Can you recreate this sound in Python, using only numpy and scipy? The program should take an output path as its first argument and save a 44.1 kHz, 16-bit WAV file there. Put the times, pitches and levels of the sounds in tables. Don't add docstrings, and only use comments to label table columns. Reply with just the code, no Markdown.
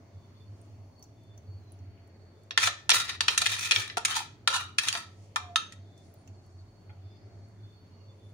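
import sys
import numpy as np
from scipy import signal
from scipy.fft import rfft, irfft, next_fast_len
from scipy.io import wavfile
from scipy.ndimage import uniform_filter1d

SR = 44100
rng = np.random.default_rng(int(sys.argv[2]) if len(sys.argv) > 2 else 0)


def pcm_store(signal):
    levels = np.round(np.clip(np.atleast_2d(signal), -1, 1) * 32767)
    wavfile.write(sys.argv[1], SR, levels.astype(np.int16).T)


def makeup_ratio(level_db):
    decades = np.asarray(level_db, float) / 20
    return 10 ** decades


N = 367735
T = np.arange(N) / SR
BUSY = slice(int(2.5 * SR), int(5.4 * SR))
ALIKE_HZ = 800


def shape(x, gain):
    n = next_fast_len(x.shape[-1])
    hz = np.arange(n // 2 + 1) * SR / n + 1
    return irfft(rfft(x, n) * gain(hz), n)[..., :x.shape[-1]]


def colour(points, hz):
    f, db = np.transpose(points)
    return makeup_ratio(np.interp(np.log(hz), np.log(f), db))


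def peak(hz, centre_hz, width_hz):
    return np.exp(-2 * ((hz - centre_hz) / width_hz) ** 2)


def bumps(rows, hz):
    return sum(db * peak(hz, centre, width) for centre, width, db in rows)


def unit(x):
    return x / np.sqrt(np.mean(x ** 2))


def fade(t, t60):
    return np.exp(-np.log(1000) * t / t60)


def walk(rate):
    k = int(SR / rate)
    steps = np.repeat(rng.standard_normal(N // k + 1), k)
    return 1.6 * uniform_filter1d(uniform_filter1d(steps, k), k)[:N]


def swells(rows, steady_db):
    t = T[::64]
    power = makeup_ratio(steady_db) ** 2
    power = power + sum(makeup_ratio(db) ** 2 * peak(t, s, length) ** 2 for s, length, db in rows)
    return np.interp(T, t, 10 * np.log10(power))


def tone(hz):
    return np.sin(2 * np.pi * np.cumsum(hz) / SR)


def add(out, s, x):
    i = int(s * SR)
    out[..., i:i + x.shape[-1]] += x[..., :out.shape[-1] - i]


# (frequency [Hz], level [dB per Hz])
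AIR_COLOUR = [(12, -60), (20, -26), (37, -25), (73, -16.5), (108, -6), (151, -11), (297, -14), (492, -16.5),
              (670, -22), (1510, -32.5), (4050, -41.5), (4530, -39.5), (11100, -53), (15200, -59),
              (16500, -66)]
# (frequency [Hz], width [Hz], level [dB])
AIR_BUMPS = [(46.5, 4.3, 7), (94.06, 32, 5.5), (122.7, 7.4, -1), (434.3, 12, 4), (489, 60, -8.5),
             (680, 4.6, 11.5), (2150, 380, 3), (6300, 920, 4.5), (15200, 1500, 3)]
AIR_DB = -54.5


def air():
    def spectrum(f):
        return colour(AIR_COLOUR, f) * makeup_ratio(bumps(AIR_BUMPS, f))

    def apart(f):
        return 0.03 + 0.47 / (1 + (ALIKE_HZ / f) ** 2.5)

    mid = shape(rng.standard_normal(N), lambda f: spectrum(f) * np.sqrt(1 - apart(f)))
    side = shape(rng.standard_normal(N), lambda f: spectrum(f) * np.sqrt(apart(f)))
    n = next_fast_len(N)
    both = rfft(np.array([mid + side, mid - side]), n)
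    half_octaves = 2 * np.log2((np.arange(n // 2 + 1) * SR / n + 1) / 32)
    out = 0
    for k in range(-1, 19):
        window = np.cos(np.pi / 2 * np.clip(half_octaves - k, -1, 1)) ** 2
        band = irfft(both * window, n)[:, :N]
        swell_db = 3.5 if k < 4 else 1.2
        out = out + band * makeup_ratio(swell_db * walk(4) + 0.8 * walk(12))
    return unit(out) * makeup_ratio(AIR_DB)


# (time [s], length [s], level [dB])
HUM_SWELLS = [(.17, 0.044, -47), (.5, 0.14, -50), (.78, .13, -47.5), (1.3, .07, -52), (1.52, 0.12, -44),
              (1.68, 0.087, -50.5), (1.85, 0.14, -44.5), (2.66, 0.036, -46), (3.22, 0.048, -46.5),
              (3.52, 0.089, -53), (3.79, 0.034, -43.5), (4.35, 0.085, -57), (4.63, 0.09, -47),
              (5.2, 0.21, -51), (5.46, 0.1, -47), (5.82, 0.11, -47.5), (6.32, 0.065, -46.5),
              (6.6, 0.11, -46), (6.89, 0.053, -47.5), (7.05, 0.1, -50.5), (7.3, 0.15, -51),
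              (7.65, .12, -49.5), (8.1, 0.17, -52), (8.29, .07, -47)]
HUM_HZ, HUM_WANDER_HZ, HUM_DB = 98.4, 4, -58
THROB_HZ, THROB_DEPTH = 10.6, 0.37


def fridge():
    phase = 2 * np.pi * np.cumsum(HUM_HZ + HUM_WANDER_HZ * walk(8)) / SR
    throb = 1 + THROB_DEPTH * tone(THROB_HZ + 2.1 * walk(2.7))
    level_db = swells(HUM_SWELLS, HUM_DB) + 0.98 * walk(12)
    level_db = level_db + np.array([[-0.4], [0.4]])
    return np.sqrt(2) * throb * np.sin(phase + np.array([[0], [0.15]])) * makeup_ratio(level_db)


# (time [s], length [s], level [dB])
LOW_WHINE = [
    (0.222, .1, -78),
    (0.416, 0.086, -74.5),
    (1.29, 0.17, -76.5),
    (2.4, .14, -84),
    (5.95, 0.12, -73),
    (7.11, .1, -73),
    (7.686, 0.14, -74),
    (7.84, 0.074, -80),
    (8.108, 0.062, -77),
    (8.256, 0.09, -73.5),
]
# (time [s], length [s], level [dB])
HIGH_WHINE = [
    (.42, .2, -77),
    (1, 0.083, -70.5),
    (1.55, 0.1, -72),
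    (2.2, 0.69, -79),
    (6.68, 0.5, -75.5),
    (7.3, 0.44, -79),
    (7.72, 0.17, -75),
    (8, .2, -75),
]
WHINE_WIDTH_HZ = 26


def whines():
    out = np.zeros((2, N))
    for hz, rows, steady_db in [(3527, LOW_WHINE, -104), (4447, HIGH_WHINE, -84.5)]:
        noise = rng.standard_normal((2, N))
        line = shape(noise, lambda f: peak(f, hz, WHINE_WIDTH_HZ) + 0.3 * peak(f, hz, 4 * WHINE_WIDTH_HZ))
        out += unit(line) * makeup_ratio(swells(rows, steady_db) + 4.5)
    return out


# (time [s], level [dB], centre [Hz], width as share of centre)
TICKS = [
    (0.614, -53, 8900, 0.14),
    (1.0257, -44.5, 5900, 0.14),
    (1.0394, -51, 6370, 0.28),
    (1.3763, -48, 6100, 0.12),
    (1.72, -45.5, 9700, 0.081),
    (1.7888, -62, 6050, 0.16),
    (5.9767, -61, 6040, 0.16),
    (6.2751, -49.5, 6390, 0.16),
]
# (time [s], level [dB], centre [Hz], width as share of centre)
FLICKS = [
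    (0.9941, -61, 9500, 0.6),
    (1.0277, -49, 9890, 1),
    (1.235, -64, 9990, 0.6),
    (2.0742, -61, 9890, 0.7),
    (2.434, -62, 9370, 0.7),
    (5.978, -56, 8500, 0.63),
    (6.14, -51.5, 12570, 0.66),
    (6.4619, -62, 9860, 0.42),
    (7.4845, -66.5, 9850, 0.6),
]
# (time [s], level [dB], centre [Hz], width as share of centre)
TAPS = [
    (1.975, -60, 2600, .2),
    (6.276, -59, 2600, 0.36),
    (6.895, -55, 807, 0.14),
    (6.896, -56, 1360, 0.15),
    (6.895, -53.5, 2160, 0.26),
    (6.901, -60, 3250, 0.12),
]


def crumbs():
    out, t = np.zeros((2, N)), T[:SR // 10]
    for s, db, hz, share in TICKS + FLICKS + TAPS:
        width_hz = np.clip(share, 0.02, 2) * hz
        noise = rng.standard_normal((2, len(t)))
        grain = unit(shape(noise, lambda f: peak(f, hz, width_hz) + 0.056 * (f > 2500) * (hz > 4000)))
        envelope = np.clip(t / 0.0005, 0, 1) * fade(t, 0.038 * (6000 / hz) ** 0.89)
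        add(out, s, makeup_ratio(db - 2.5) * grain * envelope)
    return out


# (time [s], length [s], level [dB])
BRUSHES = [
    (.6, 0.26, -76.5),
    (2.4, .5, -82),
    (5.22, 0.18, -72),
    (6.15, 0.45, -75),
    (6.5, 0.47, -79),
    (8.3, 0.55, -79),
]


def rustle():
    hiss = unit(shape(rng.standard_normal((2, N)), lambda f: peak(f, 6300, 5000)))
    return hiss * makeup_ratio(swells(BRUSHES, -89) + 2.0 * walk(30))


# (start [s], end [s], start frequency [Hz], end frequency [Hz], level [dB])
WHISTLES = [
    (1.55, 1.78, 4250, 3900, -80),
    (7.0, 7.3, 4930, 4930, -79),
    (6.02, 6.3, 9800, 9400, -83),
    (8.15, 8.36, 9900, 9700, -86),
    (7.88, 8.1, 2900, 2800, -84),
]


def whistles():
    out = np.zeros((2, N))
    for start, end, start_hz, end_hz, db in WHISTLES:
        t = T[:int((end - start) * SR)]
        waver = unit(shape(rng.standard_normal((2, N // 8)), lambda f: peak(f, 0, 73)))[:, :len(t)]
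        glide = tone(np.linspace(start_hz, end_hz, len(t)))
        arch = np.sin(np.pi * t / (end - start)) ** 0.5
        add(out, start, makeup_ratio(db + 7) * waver * glide * arch)
    return out


BEAT_DEPTH, LONGEST_T60_S = 0.7, 0.55


def ring(modes, t, damp=1):
    hz, db, t60 = np.transpose(modes)[:, :, None, None]
    turn, slip, beat = 2 * np.pi * rng.random((3, len(modes), 2, 1))
    rate = np.log(1000) / (np.minimum(t60, LONGEST_T60_S) * damp)
    values = (t, 2 * np.pi * hz, turn, slip, 120 + 60 * beat, rate, makeup_ratio(db))
    t, speed, turn, slip, beat_speed, rate, gain = map(np.float32, values)
    beating = 1 + BEAT_DEPTH * np.cos(beat_speed * t + slip)
    rise = np.clip(t / 0.001, 0, 1)
    return rise * np.sum(gain * np.exp(-rate * t) * beating * np.sin(speed * t + turn), axis=0)


# (frequency [Hz], level [dB], t60 [s])
PLATE_MODES = [(725, -14, 0.042), (908, -3, 0.14), (1060, -8, 0.13), (1325, 0, 0.16), (1357, -1, 0.13),
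               (1704, -6, 0.23), (1790, -2.5, 0.25), (1890, -7, 0.18), (2065, -8, 0.2), (2373, -5, 0.19),
               (2530, -4.5, 0.093), (2760, -5, 0.14), (2995, -11, .12), (3273, -2.5, 0.29),
               (3520, -7, 0.18), (3750, -4, 0.37), (4030, -3, 0.18), (4360, -5.5, 0.22), (4690, -9, 0.12),
               (5470, -4, 0.22), (5850, -6, .17), (6280, -8, .18), (6550, -9, 0.08), (6860, -6, 0.24),
               (7200, -7.5, .1), (8830, -10, .1), (9770, -14, 0.089)]


def spot(spread_db):
    offsets = spread_db * rng.standard_normal(len(PLATE_MODES))
    return [(hz, db + c, t60) for (hz, db, t60), c in zip(PLATE_MODES, offsets)]


# (frequency [Hz], level [dB per Hz])
CLACK = [(180, -55), (300, -26), (607, -18.5), (923, -5), (1170, -3.5), (1330, -5.5), (2170, -16),
         (2360, -8.5), (3900, -8), (5100, -10), (5740, -5.5), (9180, -4), (11600, -19.5), (15200, -29),
         (16500, -42)]


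def clack(t):
    return shape(rng.standard_normal((2, len(t))), lambda f: colour(CLACK, f))


def split(x):
    thud = shape(x, lambda f: 1 / (1 + (f / 600) ** 10))
    low = shape(x, lambda f: 1 / (1 + (f / 1500) ** 8))
    high = shape(x, lambda f: 1 / (1 + (5500 / f) ** 12))
    end = np.clip(np.linspace(3, -1, x.shape[-1]), 0, 1)
    return np.array([unit(b * end) for b in (thud, low - thud, x - low - high, high)])


# (time [s], strength [dB], lows [dB], highs [dB], favoured ring [Hz])
KNOCKS = [(2.508, -29, -26, -23.5, 3390), (2.5754, -12, -9.5, -10, 1814), (2.6729, -21, -4, -17.5, 712),
          (2.8929, -14.5, -4.5, -3.5, 4080), (2.902, -12.5, -17, -3, 6000), (2.9154, -13, -11, -17.5, 3160),
          (3.2063, -17, -7, -8.5, 4600), (3.2825, -13, -7.5, -13, 3140), (3.3769, -14.5, -22.5, 0, 3990),
          (3.4173, -18.5, -10, -4, 696), (3.4619, -16.5, -15, -8.5, 3714), (3.71, -14, -16.5, -6.5, 2510),
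          (3.7186, -15.5, -33, -13, 2430), (3.7602, -17.5, -20, -16.5, 2310), (3.8988, -33, -17, -26, 2000),
          (3.9703, -24, -1.5, -5, 1380), (4.0495, -17, -18, 1, 1310), (4.4747, -13, -5, -6.5, 1360),
          (4.7846, -14, -19, -5.5, 2625), (4.8842, -20.5, -24, -0.5, 3120),
          (4.9511, -25.5, -3.5, -18.5, 699), (5.3595, -23.5, 3.5, -4.5, 1310),
          (5.5584, -19, -6.5, -6.5, 1310), (5.7226, -44.5, -22, -0.5, 1900)]
# (chatter [s], three further partials [Hz], their level [dB])
KNOCK_TONES = [(0.01, 1060, 2612, 3726, -2), (0.01, 2050, 2589, 3710, -2), (0.01, 1350, 1689, 2334, -1.8),
               (0.01, 2720, 3653, 5830, -2), (0.01, 1890, 3500, 4303, -2), (0.01, 2410, 3528, 5890, -2),
               (0.01, 1710, 2690, 3733, -2), (0.01, 1340, 1870, 2628, -2), (0.01, 3310, 3732, 6550, -2),
               (0.01, 1740, 2378, 3243, -2), (0.01, 2450, 2892, 3273, -2), (0.01, 3340, 3706, 5560, -2),
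               (0.01, 3350, 3920, 4336, -2), (0.01, 3210, 3750, 5410, -2.3), (0.01, 1580, 2510, 3810, -2),
               (0.01, 730, 1725, 2540, -1.8), (0.01, 2260, 2760, 6860, -2), (0.01, 3200, 3780, 4505, -2.2),
               (0.01, 1790, 3244, 4640, -2), (0.01, 1510, 2770, 3520, -1.8), (0.01, 1310, 1740, 4660, -2.4),
               (0.01, 1080, 1730, 2510, -2), (0.01, 2530, 3740, 6285, -2), (0.01, 3620, 5380, 6400, -1.8)]
# (time [s], strength [dB], favoured ring [Hz])
NICKS = [(2.5995, -27, 1790), (2.6262, -26, 5550), (2.666, -29, 4030), (2.9552, -22.5, 4130),
         (2.968, -25, 3900), (3.2805, -27, 1340), (3.4138, -26.5, 2420), (3.4582, -22.5, 2430),
         (3.469, -20.5, 3750), (3.5925, -30.5, 5900), (3.6288, -27.5, 5680), (3.658, -28.5, 2360),
         (3.8782, -36, 3900), (3.98, -25.5, 1380), (4.057, -23, 2260), (4.143, -30.5, 3290),
         (4.1669, -30.5, 4030), (4.7822, -25, 2650), (4.9268, -23, 4780), (5.736, -59, 3930)]
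# (chatter [s], three partials [Hz], their level [dB])
NICK_TONE = (0.0032, 1789.5, 3270, 5400, -12)
NICK_LOWS_DB, NICK_HIGHS_DB = -33, -1
KNOCK_DB, RING_DB, KNOCK_SPREAD_DB = -8, -18, 3
FAVOURED_DB, FAVOURED_T60_S, TONE_T60_PER_HOLD = 2, 0.068, 4
DEEP_DB = -4.5
CRACK_DB, CRACK_S = 2.5, 0.0015
THUD_DB, THUD_PER_HIGHS, THUD_HOLD_S, LOADED_DB, LOADED_S = -35.5, -0.74, 0.039, -16, 4.6


def knocks():
    out, t = np.zeros((2, N)), T[:SR // 7]
    crack = 1 + makeup_ratio(CRACK_DB) * np.exp(-t / CRACK_S)
    thud = np.clip(t / 0.002, 0, 1) * np.exp(-t / THUD_HOLD_S)
    contacts = list(zip(KNOCKS, KNOCK_TONES))
    contacts += [((s, db, NICK_LOWS_DB, NICK_HIGHS_DB, hz), NICK_TONE) for s, db, hz in NICKS]
    for (s, db, low_db, high_db, hz), (hold, *partials_hz, partial_db) in contacts:
        thud_db = THUD_DB + THUD_PER_HIGHS * high_db + LOADED_DB * (s > LOADED_S)
        gains = makeup_ratio(np.array([thud_db, low_db, 0, high_db]))[:, None, None]
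        burst = np.clip(t / 0.0008, 0, 1) * np.exp(-(t / hold) ** 1.5)
        envelopes = np.array([thud, burst, burst * crack, burst * crack])[:, None]
        struck = spot(KNOCK_SPREAD_DB)
        chatter = unit(clack(t))
        chatter[:, :SR // 20] += 0.9 * unit(ring(struck, t[:SR // 20], 37))
        contact = np.sum(gains * split(chatter) * envelopes, axis=0)
        tail = ring([(f, d + low_db * (f < 1500) + high_db * (f > 5500), t60) for f, d, t60 in struck], t)
        favoured = [(hz, FAVOURED_DB + DEEP_DB * (hz < 1000), FAVOURED_T60_S * (2500 / hz) ** 0.2)]
        favoured += [(f, partial_db, TONE_T60_PER_HOLD * hold) for f in partials_hz]
        add(out, s, makeup_ratio(db + KNOCK_DB) * (contact + makeup_ratio(RING_DB) * tail + ring(favoured, t)))
    return out


# (start [s], push [s], top pressure [dB], lift [dB per s], bowl resonance [Hz])
DRAGS = [(2.595, 0.088, -31, 1500.5, 2109), (2.925, 0.039, -26.5, 103, 2796),
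         (3.225, 0.0037, -44.5, 199, 2147), (3.3, .004, -33.5, 210.5, 2050),
         (3.39, 0.049, -32.5, 396, 3100), (3.485, 0.0062, -31, 62.5, 3008),
         (3.585, 0.076, -32.5, 196, 3700), (3.735, 0.023, -30.5, 155, 2840), (4.07, 0.03, -32.5, 61, 2030),
         (4.15, 0.039, -33.5, 312.5, 3210), (4.495, 0.068, -32.5, 233, 1450),
         (4.805, 0.029, -36, 152, 2670), (4.9, 0.067, -40, 246, 1900)]
PUSH_DB_PER_S, LONGEST_LIFT_S, LANDING_S = 47.5, 0.2, 0.012
DRAG_LOWS_DB, LOWS_DB_PER_OCTAVE = -7, -9.5
DRAG_HIGHS_DB, HIGHS_DB_PER_OCTAVE, DULL_DB_PER_S = -4, 0.5, 54.5


def current_stroke(t):
    return np.clip(np.searchsorted(np.transpose(DRAGS)[0], t) - 1, 0, None)


def strokes():
    start, push, top_db, lift, hz = np.transpose(DRAGS)
    k = current_stroke(T)
    after = T - start[k] - push[k]
    pressure = top_db[k] - np.where(after < 0, -after * PUSH_DB_PER_S, after * lift[k])
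    touching = (T > start[0]) & (after < LONGEST_LIFT_S)
    pressure = np.where(touching, np.maximum(pressure, -90), -90)
    pressure = uniform_filter1d(pressure, int(LANDING_S * SR))
    bowl_hz = uniform_filter1d(hz[k], SR // 40)
    octaves = np.log2(bowl_hz / 2000)
    lows = DRAG_LOWS_DB + LOWS_DB_PER_OCTAVE * octaves
    highs = DRAG_HIGHS_DB + HIGHS_DB_PER_OCTAVE * octaves
    highs = highs - DULL_DB_PER_S * np.clip(after, 0, LONGEST_LIFT_S)
    return pressure, lows, highs, bowl_hz


def flutter(width_hz):
    step, n = 16, BUSY.stop - BUSY.start
    noise = rng.standard_normal((2, n // step + 1))
    slow = unit(shape(noise, lambda f: peak(f, 0, step * width_hz)))
    return np.sqrt(2) * uniform_filter1d(np.repeat(slow, step, axis=1), step)[:, :n]


# (three modes [Hz], level [dB])
SINGS = [(1790, 3500, 4030, -8), (1360, 1880, 3950, -10), (1790, 2350, 3710, -9.5), (1323, 1500, 4000, -7),
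         (1790, 3700, 3400, -11), (1810, 3260, 3790, -7.5), (2530, 3600, 5900, -8.5),
         (1790, 2370, 3400, -8.5), (1310, 1600, 3080, -7.5), (920, 3390, 4900, -6), (1340, 2900, 3800, -5),
         (1800, 3280, 3500, -9), (1340, 1760, 4600, -10)]
SING_WIDTH_HZ, SING_T60_S, SING_DB_PER_OCTAVE, SING_DB, SING_WANDER = 190, 0.13, -1.5, -3.5, 0.012


def sing(force):
    k = current_stroke(T[BUSY])
    *modes_hz, db = np.transpose(SINGS)
    keep = np.exp(-np.log(1000) / (SING_T60_S * SR))
    out = 0
    for mode_hz in modes_hz:
        hz = mode_hz[k]
        patchy_db = 3.5 * walk(30)[BUSY]
        drive_db = db[k] + SING_DB + patchy_db + SING_DB_PER_OCTAVE * np.log2(hz / 2000)
        level = signal.lfilter([1 - keep], [1, -keep], force * makeup_ratio(drive_db))
        wavering_hz = hz * (1 + SING_WANDER * walk(20)[BUSY])
        out = out + level * flutter(SING_WIDTH_HZ) * tone(wavering_hz)
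    return out


def plate(t):
    quick = clack(t) * fade(t, 0.05)
    return unit(quick) + makeup_ratio(-4) * unit(ring(spot(3), t, 0.15))


DRAG_DB, GRIT_RATE, GRIT_SCATTER_DB = -1, 2600, 4.2
BOWL_DB, BOWL_WIDTH_HZ = -14.5, 360
SIZZLE_DB, SIZZLE_DB_PER_OCTAVE, SIZZLE_HZ = -17, 6, 14010


def scrape():
    pressure, lows, highs, bowl_hz = (c[BUSY] for c in strokes())
    n = len(pressure)
    size = makeup_ratio(GRIT_SCATTER_DB * np.clip(rng.exponential(size=n), 0, 3))
    force = makeup_ratio(2.6 * walk(70)[BUSY] + DRAG_DB + pressure)
    grains = (rng.random(n) < GRIT_RATE / SR) * rng.standard_normal(n) * size
    grit = unit(grains) * force
    bowl = makeup_ratio(BOWL_DB) * force * flutter(BOWL_WIDTH_HZ) * tone(bowl_hz)
    sizzle = shape(np.array([grit, np.roll(grit, SR // 900)]), lambda f: peak(f, SIZZLE_HZ, 4500))
    sizzle_db = highs + SIZZLE_DB + 4.5 * walk(44)[BUSY] + SIZZLE_DB_PER_OCTAVE * np.log2(bowl_hz / 2000)
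    sound = bowl + sing(force) + sizzle * makeup_ratio(sizzle_db)
    where = np.argmax([walk(14)[BUSY] + 0.6 * rng.standard_normal(n) for _ in range(4)], axis=0)
    for k in range(4):
        bands = split(plate(T[:SR // 6]))[1:] / np.sqrt(SR // 6)
        for db, band in zip((lows, 0, highs), bands):
            drive = grit * (where == k) * makeup_ratio(db)
            sound = sound + signal.oaconvolve(drive[None], band, axes=1)[:, :n]
    out = np.zeros((2, N))
    out[:, BUSY] = sound
    return out


# (frequency [Hz], level [dB], t60 [s])
LAST_CLINK = [(1300, -0.5, 0.27), (1360, -7.5, 0.28), (1736, -17, .2), (2199, -20, 0.12), (2690, -14, 0.1),
              (3100, -9, 0.22), (3210, -11.5, 0.28), (3700, 1, 0.23), (4140, -12, 0.25), (4370, -18, 0.33),
              (5250, -22, 0.18), (6300, -11.5, 0.42), (8840, -10, .13), (9800, -15, .15)]
# (time [s], level [dB], extra at first instant [dB],
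# modes (frequency [Hz], level [dB], t60 [s]))
CLINKS = [
    (2.678, -43.5, -20, [(590, -3.5, .5), (1210, -3.5, .4), (1790, 0.5, .5), (2030, -5, .4)]),
    (4.19, -43.5, -26, [(1350, 2, .28), (1270, -5.5, .3), (2510, -6, .3), (3010, -7, 0.23)]),
    (4.955, -41, -20, [(1310, 1, .35), (915, -5, 0.24), (2400, -10, 0.32)]),
    (4.5, -34, -26, [(1290, 0.5, 0.41), (1390, 1, 0.38), (536.4, -9, 0.36), (3194, -9.5, .35), (4505, -8.5, .35), (5640, -11.5, 0.35), (6630, -14, 0.27)]),
    (3.973, -32.5, 4, [(442, -6.5, .1), (709, -0.5, 0.084), (921, -3, 0.18), (1380, -1.5, 0.13)]),
    (5.3626, -33.5, 4, [(705, -38, 0.093), (866, -11.5, 0.23), (1068, 1.5, 0.06), (1185, -7, .3), (1320, -5, 0.14), (1750, -3, 0.07), (1816, -6, 0.065), (2423, -9.5, 0.08), (3700, -11.5, 0.2), (5500, -19.5, 0.12), (6380, -23, 0.067)]),
    (5.558, -35.5, 13, LAST_CLINK),
]


def clinks():
    out, t = np.zeros((2, N)), T[:SR // 2]
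    for s, db, first_db, modes in CLINKS:
        first = 1 + makeup_ratio(first_db) * np.exp(-t / 0.015)
        add(out, s, makeup_ratio(db) * ring(modes, t) * first)
    return out


# (time [s], frequency [Hz], level [dB])
SQUEAK = [
    (5.4, 737, -55),
    (5.46, 721, -52.5),
    (5.51, 696, -48.5),
    (5.545, 705, -48),
    (5.556, 664, -49.5),
]


def squeak():
    s, hz, db = np.transpose(SQUEAK)
    level = np.interp(T, [s[0] - 0.012, *s, s[-1] + 0.02], [-130, *db, -130])
    phase = 2 * np.pi * np.cumsum(np.interp(T, s, hz)) / SR
    return np.sqrt(2) * makeup_ratio(level - 1.5 + 1.8 * walk(60)) * np.sin(phase + np.array([[0], [1.2]]))


# (frequency [Hz], left minus right [dB])
LEAN = [(60, -2), (110, -3), (200, 6), (380, 3.5), (700, -1.5), (1290, 0), (2380, 5.5), (4400, -3),
        (8120, -2.5), (15000, -0.5)]


def spoon():
    left, right = knocks() + scrape() + clinks() + squeak()
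    left = shape(left, lambda f: colour(LEAN, f) ** 0.5)
    right = shape(right, lambda f: colour(LEAN, f) ** -0.5)
    return np.array([left, right])


ROOM_DB, ROOM_T60_LOW_S, ROOM_T60_HIGH_S = -12, 0.35, 0.17


def kitchen(x):
    t = T[:SR * 3 // 4]
    noise = rng.standard_normal((2, len(t))) * np.clip(t / 0.004, 0, 1)
    low = shape(noise, lambda f: 1 / (1 + (f / 7800) ** 6))
    tail = low * fade(t, ROOM_T60_LOW_S) + (noise - low) * fade(t, ROOM_T60_HIGH_S)
    tail = tail / np.sqrt(np.sum(tail ** 2) / 2)
    return makeup_ratio(ROOM_DB) * signal.oaconvolve(x, tail, axes=1)[:, :N]


def scene():
    near = spoon() + crumbs() + rustle()
    left, right = near + kitchen(near)
    side = shape(left - right, lambda f: 1 / np.sqrt(1 + (ALIKE_HZ / f) ** 3))
    close = np.array([left + right + side, left + right - side]) / 2
    return close + air() + fridge() + whines() + whistles()


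def top_cut(x):
    return signal.sosfilt(signal.butter(12, 16950, fs=SR, output="sos"), x)


# (frequency [Hz], width [Hz], level [dB])
PORT = [(8160, 610, -6), (12140, 2200, -3.5), (15100, 1800, 6.5)]
PORT_TOP_HZ, PORT_TOP_DB = 15800, -25


def record(dry):
    def port(f):
        return makeup_ratio(bumps(PORT, f) + PORT_TOP_DB * np.clip((f - PORT_TOP_HZ) / 300, 0, 1))

    mix = np.tanh(1.053 * shape(dry, port)) / 1.139
    return top_cut(mix)


dry = scene()
out = record(dry)
pcm_store(out)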